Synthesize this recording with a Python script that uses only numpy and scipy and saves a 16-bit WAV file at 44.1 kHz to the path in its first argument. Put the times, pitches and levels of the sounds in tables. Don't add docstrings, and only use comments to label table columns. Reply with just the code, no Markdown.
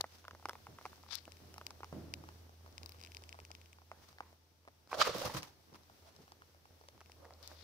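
import sys
import numpy as np
from scipy import signal
from scipy.fft import rfft, irfft, next_fast_len
from scipy.io import wavfile
from scipy.ndimage import map_coordinates

SR = 44100
rng = np.random.default_rng(int(sys.argv[2]) if len(sys.argv) > 2 else 0)


def level_to_linear(level):
    exponent = np.asarray(level, float) / 20
    return 10 ** exponent


def pcm_store(signal):
    levels = np.round(np.clip(np.atleast_2d(signal), -1, 1) * 32767)
    wavfile.write(sys.argv[1], SR, levels.astype(np.int16).T)


N = 336555

# start in seconds, knock in dB, knock in Hz, crack in dB.
BITES = [(.0085, -33.5, 833, -56), (0.243, -53, 990, -63), (.252, -46, 1280, -57), (.282, -38, 1230, -52),
         (0.3105, -42, 1280, -52), (0.4567, -29, 1010, -43.5), (0.4877, -39, 850, -44.5),
         (0.4951, -30.5, 1230, -39.5), (.533, -45, 830, -53), (0.6692, -41, 990, -58),
         (.855, -34.5, 920, -49), (.862, -41, 950, -54), (1.1455, -54, 1150, -60), (1.2793, -43, 464, -60),
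         (1.542, -50.5, 537, -47), (1.5815, -41.5, 1060, -46.5), (1.7071, -45.5, 1010, -45),
         (1.8453, -42, 1060, -50), (2.2896, -43.5, 1060, -53.5), (3.2225, -50.5, 570, -57),
         (4.129, -57, 980, -58), (4.875, -55.5, 530, -62), (5.0977, -53, 525, -42),
         (5.3495, -37, 1080, -55), (5.3685, -39, 1240, -46), (5.431, -43.5, 1020, -40),
         (5.7459, -51, 1100, -57), (6.3207, -46.5, 800, -52), (6.887, -48.5, 770, -49.5),
         (7.0071, -51, 1225, -54.5)]
# start in seconds, knock in dB, knock in Hz.
NUDGES = [(.0109, -45, 686), (.0428, -33, 794), (.3504, -45.5, 825), (.398, -55, 850), (.4274, -52, 860),
          (.51, -45, 1200), (.555, -42.5, 890), (.7872, -44, 1110), (.813, -48, 830), (.9314, -48, 1081),
          (.9785, -62, 666), (1.0365, -50.5, 830), (1.0644, -53, 1010), (1.0892, -52, 990),
          (1.1095, -53, 1150), (1.121, -53, 1140), (1.1325, -49, 1290), (1.5628, -53, 875),
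          (1.614, -41, 1180), (1.8063, -44.5, 566), (1.833, -37.5, 971), (1.9277, -39.5, 466),
          (2.2395, -47, 940), (2.4945, -51, 631), (2.663, -50, 980), (2.678, -53, 585), (2.9469, -53, 509),
          (3.3448, -48.5, 850), (3.3518, -51, 540), (3.3902, -43, 876), (3.5059, -46.5, 710),
          (3.7867, -53, 980), (3.8188, -55, 893)]
# start in seconds, knock in dB, knock in Hz.
CLAW_STEPS = [(3.9166, -38, 972), (4.1857, -44, 1570), (4.2063, -34, 1020), (4.329, -53.5, 394),
              (4.652, -58, 800), (4.6774, -45, 853), (4.685, -48.5, 710), (4.9306, -26.5, 930),
              (4.9434, -29.5, 550), (5.424, -51, 845), (5.7302, -55, 481), (5.759, -55, 952),
              (5.899, -52.5, 773), (6.0271, -62, 480), (6.2799, -52.5, 1020), (6.4212, -47.5, 1270),
              (6.5478, -57.5, 655), (6.656, -53.5, 1014), (6.8133, -51, 520), (6.8394, -55, 700),
              (6.979, -57.5, 1000), (7.0141, -48, 947), (7.098, -51, 750), (7.2477, -50, 650),
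              (7.2532, -48, 721), (7.3077, -48.5, 790), (7.325, -57, 627), (7.5073, -55, 460),
              (7.5165, -46, 656)]
# start in seconds, crack in dB, left over right in dB,
# extra fizz in dB.
SNAPS = [(0.0108, -34.5, 23.5, -5), (.2815, -54, -2, 16), (.35, -60, -3, 14), (.9597, -62, 9, 0),
         (1.0307, -56.5, 2, 0), (1.1157, -52, 18, -4), (1.1245, -50, 19, -3), (1.1332, -48, 20, -3),
         (1.139, -54, 18, 11), (1.1462, -48, 16, -8), (1.1544, -36, 17.5, 5.5), (1.1793, -54, 13, -3),
         (3.1778, -62, 0, 0), (4.0887, -65, 20, 8), (4.948, -54, -11, 0), (5.184, -39, -2.5, 8),
         (5.424, -48, 3, 0), (5.74, -59, -8, 0), (5.835, -64, 3, 0), (6.0241, -70, -6, 0),
         (6.164, -56, 2, 2), (7.3373, -57.5, 5, 0), (7.4286, -53.5, 9, 7), (7.4762, -42, -1, 8)]
# centre in Hz, width in Hz, level in dB.
CRACK_MODES = [(2360, 1100, 1), (3910, 800, 4.5), (5340, 1030, 7), (14200, 6000, -13)]
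# centre in Hz, width in Hz, level in dB.
TRAY_MODES = [(520, 260, -1.5), (800, 1100, -13), (1240, 56, 2), (2120, 83, -14), (324, 260, -18)]
# time in seconds, left lag of the eaters in ms.
PHONE_SWING = [(0, -.09), (1.2, -.07), (1.8, -.12), (2.3, -.29), (3.6, -.3), (3.9, -.16), (4.7, -.24),
               (4.9, .03), (5.36, .08), (5.42, -.3), (6.9, -.3), (7, .05), (7.63, 0)]
SOFT_CRACK_DB, CRACK_GROWS = -61.5, 0.46
PELLET_EDGE_DB, CLAW_EDGE_DB = -17.5, -15
MUFFLED_DB = -9
SNAP_KNOCK_DB, SNAP_HZ, SNAP_LAG_MS = -64.5, 790, 0.11
SNAP_THIN_DB = -10

# peak in seconds, rise in seconds, t60 in seconds, level in dB,
# left over right in dB.
CHEWS = [
    (1.088, 0.0067, 0.049, -64, 14),
    (1.108, .006, 0.22, -60, 22),
    (1.124, 0.0066, 0.21, -52, 20.5),
    (1.138, 0.0081, .04, -55, 20),
    (1.171, 0.0044, 0.071, -57, 18),
    (1.18, 0.0053, 0.043, -53, 15),
    (1.186, .004, .02, -55, 19),
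    (7.432, .0033, 0.43, -61.5, 11.5),
    (7.611, 0.056, .53, -62.5, 8),
]
# centre in Hz, width in Hz, level in dB.
MOUTH_MODES = [(3440, 970, -2.5), (4970, 1100, -0.5), (1330, 1930, -8), (2460, 690, -3)]

# peak in seconds, t60 in seconds, rustle in dB,
# tray scrape in dB, scrape in Hz.
SHUFFLES = [(.13, 0.75, -63, -79, 800), (.871, 0.44, -63, -79, 880), (4.039, 0.18, -64, -69, 920),
            (4.09, 0.21, -64, -71, 1136), (5.006, 0.13, -40.5, -34, 568), (5.205, 0.16, -44, -52, 520),
            (5.263, 0.37, -41.5, -42, 552), (5.3, 0.15, -50.5, -49.5, 1820),
            (5.755, 0.079, -61, -59.5, 1020), (6.075, 0.19, -62, -62, 622.3), (6.16, 0.72, -66, -77, 800),
            (7.255, 0.33, -93, -59, 523), (7.32, .3, -84, -65, 590), (7.41, 0.37, -88, -67.5, 570),
            (7.5, 0.64, -62.5, -63.5, 523)]
# peak in seconds, t60 in seconds, rustle in dB, tray
# scrape in dB, scrape in Hz.
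KICKS = [(3.93, 0.43, -80, -65.5, 800), (4.225, 0.3, -79, -62.5, 1000), (4.898, .2, -60.5, -71, 905),
         (4.919, 0.17, -49, -49, 800), (4.945, 0.13, -49, -38.5, 625), (5.017, 0.055, -47, -26.5, 1240),
         (5.05, 0.55, -49, -45.5, 1250), (5.235, 0.45, -47, -51, 800), (5.075, 0.21, -57, -40.5, 520),
         (5.095, 0.049, -48, -48, 520), (5.147, 0.14, -45, -42.5, 490), (5.185, 0.15, -59, -52, 550),
         (5.35, 0.2, -43, -46.5, 1014), (5.37, 0.13, -43.5, -55, 1140), (5.43, 0.22, -55.5, -58, 994),
         (5.475, 0.2, -58.5, -62.5, 800)]
# frequency in Hz, density in dB per Hz.
SHAVINGS = [(880, -3.5), (1500, -3), (2260, -5.5), (5730, -3), (7510, -13.5), (14500, -15), (15600, -13),
            (16400, -54.5)]
SHUFFLE_RISE, KICK_RISE_S = 0.12, 0.0063
LEAD_S = 0.12

# start in seconds, level in dB, tray mode in Hz, t60
# in seconds.
PADS = [(3.9165, -45, 700, 0.026), (4.2054, -46, 704, 0.031), (4.894, -57, 1012, .02),
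        (4.916, -37, 1090, 0.045), (4.993, -33, 563, .03), (5.005, -29, 613, 0.036),
        (5.0735, -33.5, 507, .03), (5.092, -32, 520, 0.023), (5.0965, -32, 520, .02),
        (5.149, -32.5, 492, 0.034), (5.182, -37, 550, 0.028), (5.219, -35, 520, 0.027),
        (5.236, -37, 800, .03), (5.25, -37, 520, .03), (5.26, -34, 530, 0.029), (5.268, -33.5, 1190, 0.023),
        (5.297, -34.5, 900, .03), (5.347, -40, 500, 0.018)]
# peak in seconds, rise in seconds, t60 in seconds, level in dB,
# left over right in dB.
SKIDS = [
    (4.945, .012, 0.094, -47.5, -8),
    (5.003, 0.0096, 0.13, -35, -6),
    (5.016, 0.0071, 0.061, -25, -3.5),
    (5.023, .004, .022, -28, -6),
    (5.04, 0.0095, 0.75, -41.5, -5),
]
# centre in Hz, width in Hz, level in dB.
HEEL_MODES = [(3150, 1130, -2.5), (4660, 1420, -1.5), (7500, 3700, -20), (1250, 250, 0)]

# start in seconds, level in dB, 2.5 kHz mode in dB, fizz in dB.
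WIRE_SLIPS = [(1.2531, -41.5, -7, -31), (1.3192, -39.5, -11, -29), (1.3686, -48.5, -9, -22),
              (1.6655, -29.5, -15, -10), (2.1377, -27.5, -13.5, -13), (2.725, -55, -24, -15),
              (2.7792, -34, -12, -23), (2.831, -39, -19, -14), (2.8593, -36, -24.5, -10.5),
              (2.8923, -37, -23, -4.5), (2.9196, -42.5, -21, -9), (2.9442, -56, -10, -19),
              (2.9524, -58, -10, -17), (2.9594, -59, -8, -17), (2.9664, -56, -11, -20),
              (2.9858, -54, -11, -20), (2.995, -51, -12, -20), (3.0021, -47, -11, -12),
              (3.0126, -42.5, -17, -12), (3.0262, -44, -10, -19), (3.036, -39.5, -19, -20),
              (3.048, -39.5, -12, -25), (3.0611, -42.5, -12, -22), (3.0714, -44, -5, -22),
              (3.1183, -41.5, -7, -23), (3.1467, -36, -11, -28), (3.1679, -34, -15, -32),
              (3.237, -39.5, -7, -26), (3.2912, -37, -8, -33), (3.3263, -38, -6, -28),
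              (3.4004, -43, -12, -24), (3.4498, -39.5, -9, -29), (3.5142, -37, -13, -24),
              (3.5498, -38.5, -10, -19), (3.6142, -46.5, 8, -30), (3.6581, -48.5, -6, -27),
              (3.7293, -44, -9, -27), (7.0589, -50, -8, -20), (7.1178, -44, -13, -11)]
# centre in Hz, width in Hz, level in dB.
WIRE_MODES = [(2480, 760, 0), (4920, 730, 6.5), (3900, 130, 7), (1060, 170, 5)]
# centre in Hz, width in Hz, level in dB.
WIRE_FIZZ = [(8850, 1200, -13), (11900, 670, 1), (15500, 3200, 2)]

# start in seconds, level in dB, t60 in seconds, lowest mode in Hz.
THUDS = [(.68, -56.5, 0.44, 148), (1.409, -59.5, 0.87, 150), (1.924, -46.5, 1.18, 137),
         (2.17, -57.5, 0.67, 147.7), (4.96, -58, 0.51, 89), (5.088, -40.5, 0.12, 143),
         (5.145, -41.5, 0.27, 129), (5.243, -45, 0.39, 100.5), (5.343, -42, 0.29, 125),
         (5.72, -55, 0.24, 143), (6.186, -52.5, 0.15, 175)]
# frequency in Hz, likeness from 0 to 1.
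THUD_ALIKE = [(100, 1), (1000, 0.45)]
THUD_RISE_S = 0.0053

# time in seconds, hum in Hz, level in dB.
MOTOR = [(0, 84.5, -66.5), (.66, 83.7, -65.5), (.8, 80.4, -69), (1, 82.94, -65.5), (1.85, 83, -61.5),
         (2.04, 82.15, -55), (2.36, 82.9, -60.5), (2.8, 83.04, -60.5), (3.3, 82.7, -61), (4.3, 81.4, -69.5),
         (4.42, 82.9, -74.5), (5.6, 81, -73), (6.6, 81.2, -70.5), (7.63, 79.9, -60.5)]
# frequency in Hz, level in dB.
WHINE = [(140, -80), (237, -92), (296, -87), (883, -84.5)]
# time in seconds, level in dB.
AIR = [(0, -74.5), (.66, -69.5), (1.1, -71), (1.89, -69.5), (2.3, -69.5), (2.6, -73.5), (2.85, -70),
       (3.3, -70.5), (3.8, -75), (4.3, -73.5), (4.4, -79), (4.9, -77.5), (5.55, -74), (5.95, -73.5),
       (6.6, -75.5), (7.1, -72.5), (7.63, -72)]
# frequency in Hz, density in dB per Hz.
MURMUR = [(15, -30), (30, -31.5), (87, -2), (135, -13.5), (398, -13), (814, -20), (2200, -30.5),
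          (4400, -120)]
# frequency in Hz, density in dB per Hz.
HISS = [(710, -0.5), (2000, -5), (4600, -3.5), (5900, -2.5), (6600, -9.5), (8500, -12.5), (14500, -9),
        (16500, -9)]
MURMUR_DB, MURMUR_GROWS = 5, 1.28

# frequency in Hz, likeness from 0 to 1.
ALIKE = [(60, 0.82), (130, 0.72), (290, 0.68), (640, 0.44), (1400, 0)]
# frequency in Hz, left over right in dB.
PORTS = [(60, 0), (180, -2), (550, -1.5), (1650, -1.5), (4970, 5.5), (15000, -2)]
TOP_HZ = 15600


def unit(x):
    return x / np.sqrt(np.mean(x ** 2) + 1e-20)


def along(points, hz):
    f, v = np.transpose(points)
    return np.interp(np.log(hz + 1), np.log(f + 1), v)


def curves(rows):
    s, *cols = np.transpose(rows)
    return [np.interp(np.arange(N) / SR, s, c) for c in cols]


def wobble(rate):
    knots = rng.standard_normal(int(N * rate / SR) + 4)
    return map_coordinates(knots, [np.arange(N) * rate / SR])


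def filtered(x, response):
    n = x.shape[-1]
    m = next_fast_len(n + 2048)
    return irfft(rfft(x, m) * response(np.fft.rfftfreq(m, 1 / SR)), m)[..., :n]


def modes(table):
    def response(f):
        return sum((-1) ** k * level_to_linear(db) * 1j * f * width / (centre * centre - f * f + 1j * f * width)
                   for k, (centre, width, db) in enumerate(table))
    return response


def pair(x, response, alike=ALIKE):
    def mid_side(hz):
        turn = np.arccos(np.clip(along(alike, hz), -1, 1)) / 2
        return response(hz) * [np.cos(turn), np.sin(turn)]
    mid, side = filtered(x, mid_side)
    return unit(np.array([mid + side, mid - side]))


def place(s, shapes, db, lag_ms, pan_db=0):
    shapes = shapes / np.abs(shapes).max(1, keepdims=True)
    steps = np.arange(shapes.shape[1])

    def ear(side):
        first = np.round((s + side * lag_ms / 2000) * SR).astype(int)
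        scaled = shapes * level_to_linear(db + side * pan_db / 2)[:, None]
        return np.bincount((first[:, None] + steps).ravel(), scaled.ravel(), N + SR)[:N]
    return np.array([ear(0.92), ear(-1)])


def grit(n, share, spread_db, shared):
    hit = rng.random((3, n)) < share
    size = level_to_linear(spread_db * np.minimum(rng.exponential(size=(3, n)), np.pi))
    common, *own = rng.standard_normal((3, n)) * (hit * size + 0.2)
    return shared * common + (1 - shared) * np.array(own)


def add(out, s, rise, t60, sound):
    since = np.arange(sound.shape[1]) / SR - LEAD_S
    swell = np.exp(np.minimum(since, 0) / rise)
    decay = level_to_linear(-60 * np.maximum(since, 0) / t60)
    out[:, round((s - LEAD_S) * SR):][:, :len(since)] += np.where(since < 0, swell, decay) * sound


def crumbs(rows, colour, share, spread_db, shared):
    out = np.zeros((2, N + SR))
    for s, rise, t60, db, pan_db in rows:
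        burst = filtered(grit(SR // 2, share, spread_db, shared), modes(colour))
        add(out, s, rise, t60, level_to_linear(db + pan_db * np.array([[.5], [-.5]])) * unit(burst))
    return out[:, :N]


def contacts():
    def soft(rows, edge_db):
        return [(s, db, hz, SOFT_CRACK_DB + CRACK_GROWS * (db + 44), edge_db) for s, db, hz in rows]
    near = [(*row, PELLET_EDGE_DB) for row in BITES]
    near += soft(NUDGES, PELLET_EDGE_DB) + soft(CLAW_STEPS, CLAW_EDGE_DB)
    near = [(*row, np.interp(row[0], *np.transpose(PHONE_SWING)), 0, 1.5, MUFFLED_DB) for row in near]
    in_air = [(s, SNAP_KNOCK_DB, SNAP_HZ, db, PELLET_EDGE_DB, SNAP_LAG_MS, pan_db, SNAP_THIN_DB, fizz_db)
              for s, db, pan_db, fizz_db in SNAPS]
    return near + in_air


def bites():
    s, knock_db, hz, crack_db, edge_db, lag_ms, pan_db, body_db, fizz_db = np.transpose(contacts())
    t, hz = np.arange(1024) / SR, hz[:, None]
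    chance = rng.standard_normal((len(s), 3 * len(t) + 3))
    after_chance, phase, edge_chance = chance[:, :1], chance[:, 1:2], chance[:, 2:3]
    swell = 1 - np.exp(-t / 0.0003)
    blow = level_to_linear(-60 * t / 0.0039) * np.sin(2 * np.pi * 1.08 * hz * t)
    upper = np.sin(2 * np.pi * 2.14 * hz * t) - .8 * np.sin(2 * np.pi * 2.81 * hz * t)
    edge = level_to_linear(edge_db[:, None] + 2 * edge_chance - 60 * t / 0.0047) * upper
    after = level_to_linear(-19.5 + 2 * after_chance - 60 * t / 0.027) * np.sin(2 * np.pi * 0.801 * hz * t + phase)
    scatter = unit(filtered(chance[:, 3:len(t) + 3], modes(TRAY_MODES))) * level_to_linear(-20 - 60 * t / .025)
    knock = filtered(swell * (after + scatter - blow - edge), lambda f: (1j * f / (260 + 1j * f)) ** 2)

    noise = np.array(np.split(chance[:, len(t) + 3:], 2, 1))
    splinters = (t == 0) + noise * (level_to_linear(-7 - 60 * t / .004) + level_to_linear(-34 - 60 * t / .02))
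    bright = level_to_linear(0.32 * (crack_db[:, None] + 43) + fizz_db[:, None])
    body = level_to_linear(body_db[:, None]) * filtered(splinters, modes(CRACK_MODES[:1]))
    middle = filtered(splinters, modes(CRACK_MODES[1:3]))
    fizz = bright * filtered(splinters, modes(CRACK_MODES[3:]))
    crack = body - middle - fizz
    cracks = [place(s - .0005, crack[ear], crack_db + 8.0, lag_ms, pan_db)[ear] for ear in range(2)]
    return place(s - .0008, knock, knock_db + 2.5, lag_ms) + cracks


def chewing():
    return crumbs(CHEWS, MOUTH_MODES, share=.02, spread_db=-0.5, shared=0.31) * level_to_linear(1.9 * wobble(160))


def paws():
    out = np.zeros((2, N + SR))
    strokes = [(SHUFFLE_RISE * row[1], *row) for row in SHUFFLES] + [(KICK_RISE_S, *row) for row in KICKS]
    for rise, s, t60, rustle_db, scrape_db, hz in strokes:
        crackle = grit(SR // 2, share=.035, spread_db=1.0, shared=0.14)
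        crackle = filtered(crackle, lambda f: level_to_linear(along(SHAVINGS, f)))
        drag = grit(SR // 2, share=.007, spread_db=0.5, shared=0.56)
        drag = filtered(drag, modes([(hz, 0.16 * hz, 0), (2.19 * hz, 0.66 * hz, -13)]))
        add(out, s, rise, t60, level_to_linear(rustle_db) * unit(crackle) + level_to_linear(scrape_db) * unit(drag))
    return out[:, :N] * level_to_linear([[-1.2], [1.2]]) * level_to_linear(2.4 * wobble(90) + 1.8 * wobble(30))


def dash():
    s, db, hz, t60 = np.transpose(PADS)[:, :, None]
    t = np.arange(2048) / SR
    rattle = unit(filtered(rng.standard_normal((len(PADS), len(t))), modes(TRAY_MODES)))
    upper = level_to_linear(-9.5 - 60 * t / t60) * np.sin(2 * np.pi * 2.2 * hz * t)
    ring = np.sin(2 * np.pi * hz * t) + upper + level_to_linear(-11) * rattle
    ring = ring * level_to_linear(-60 * t / t60) * (1 - np.exp(-t / 0.00042))
    lag_ms = np.interp(s[:, 0], *np.transpose(PHONE_SWING))
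    pads = place(s[:, 0], ring, db[:, 0], lag_ms, -2.2)
    return pads + crumbs(SKIDS, HEEL_MODES, share=.05, spread_db=0.0, shared=0.38)


def wire():
    s, db, low_db, fizz_db = np.transpose(WIRE_SLIPS)
    t = np.arange(512) / SR
    rasp = rng.standard_normal((len(s), len(t)))
    slip = (t == 0) + rasp * (level_to_linear(-19 - 60 * t / .002) + level_to_linear(-34 - 60 * t / .012))

    def ringing(table):
        x = filtered(slip, modes(table))
        return x / np.abs(x).max(1, keepdims=True)
    low, high, fizz = ringing(WIRE_MODES[:1]), ringing(WIRE_MODES[1:]), ringing(WIRE_FIZZ)
    tick = level_to_linear(low_db[:, None] + 16.0) * low + high + level_to_linear(fizz_db[:, None] + 8) * fizz
    return place(s + 0.00107, tick, db + 3.5, 0.403) * level_to_linear([[2.5], [-4.5]])


def thuds():
    out, t = np.zeros((2, N + SR)), np.arange(SR) / SR
    for s, db, t60, hz in THUDS:
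        low_modes = modes([(hz, .5 * hz, 0), (2.526 * hz, 0.43 * hz, -4)])
        high_mode = modes([(3.8 * hz, 3 * hz, 0)])
        low = pair(rng.standard_normal((2, SR)), low_modes, THUD_ALIKE)
        high = pair(rng.standard_normal((2, SR)), lambda f: high_mode(f) ** 2, THUD_ALIKE)
        boom = level_to_linear(-60 * t / t60) * low + level_to_linear(-7.0 - 70 * t / t60) * high
        out[:, round(s * SR):][:, :SR] += level_to_linear(db) * (1 - np.exp(-t / THUD_RISE_S)) * boom
    return out[:, :N]


def house():
    (hum_hz, hum_db), (hiss_db,) = curves(MOTOR), curves(AIR)
    murmur_db = hiss_db.mean() + MURMUR_DB + MURMUR_GROWS * (hiss_db - hiss_db.mean())
    hum_level = np.sqrt(2) * level_to_linear(hum_db + 0.29 * wobble(5.7))
    hum = hum_level * np.sin(2 * np.pi * np.cumsum(hum_hz + 0.18 * wobble(16)) / SR)
    lines = sum(level_to_linear(db - 2.0 + 1.0 * wobble(25)) * np.sin(2 * np.pi * hz * np.arange(N) / SR)
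                for hz, db in WHINE)
    rumble = grit(N, share=0.013, spread_db=4.0, shared=0) * level_to_linear(2.24 * wobble(30))
    murmur = pair(rumble, lambda hz: level_to_linear(along(MURMUR, hz)))
    hiss = pair(rng.standard_normal((2, N)), lambda hz: level_to_linear(along(HISS, hz)))
    return hum + lines + level_to_linear(murmur_db) * murmur + level_to_linear(hiss_db + 5.0 + 0.81 * wobble(8)) * hiss


def scene():
    return bites() + chewing() + paws() + dash() + wire() + thuds() + house()


def top_cut(x):
    return signal.sosfilt(signal.butter(12, 17000, fs=SR, output="sos"), x)


def record(dry):
    def ports(hz):
        top_db = -np.clip((hz - TOP_HZ) / 8, 0, 22) - np.clip((hz - TOP_HZ - 700) / 8, 0, 90)
        return level_to_linear(np.outer([.5, -.5], along(PORTS, hz)) + top_db)
    mix = filtered(dry, ports)
    return top_cut(mix)


dry = scene()
out = record(dry)
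pcm_store(out)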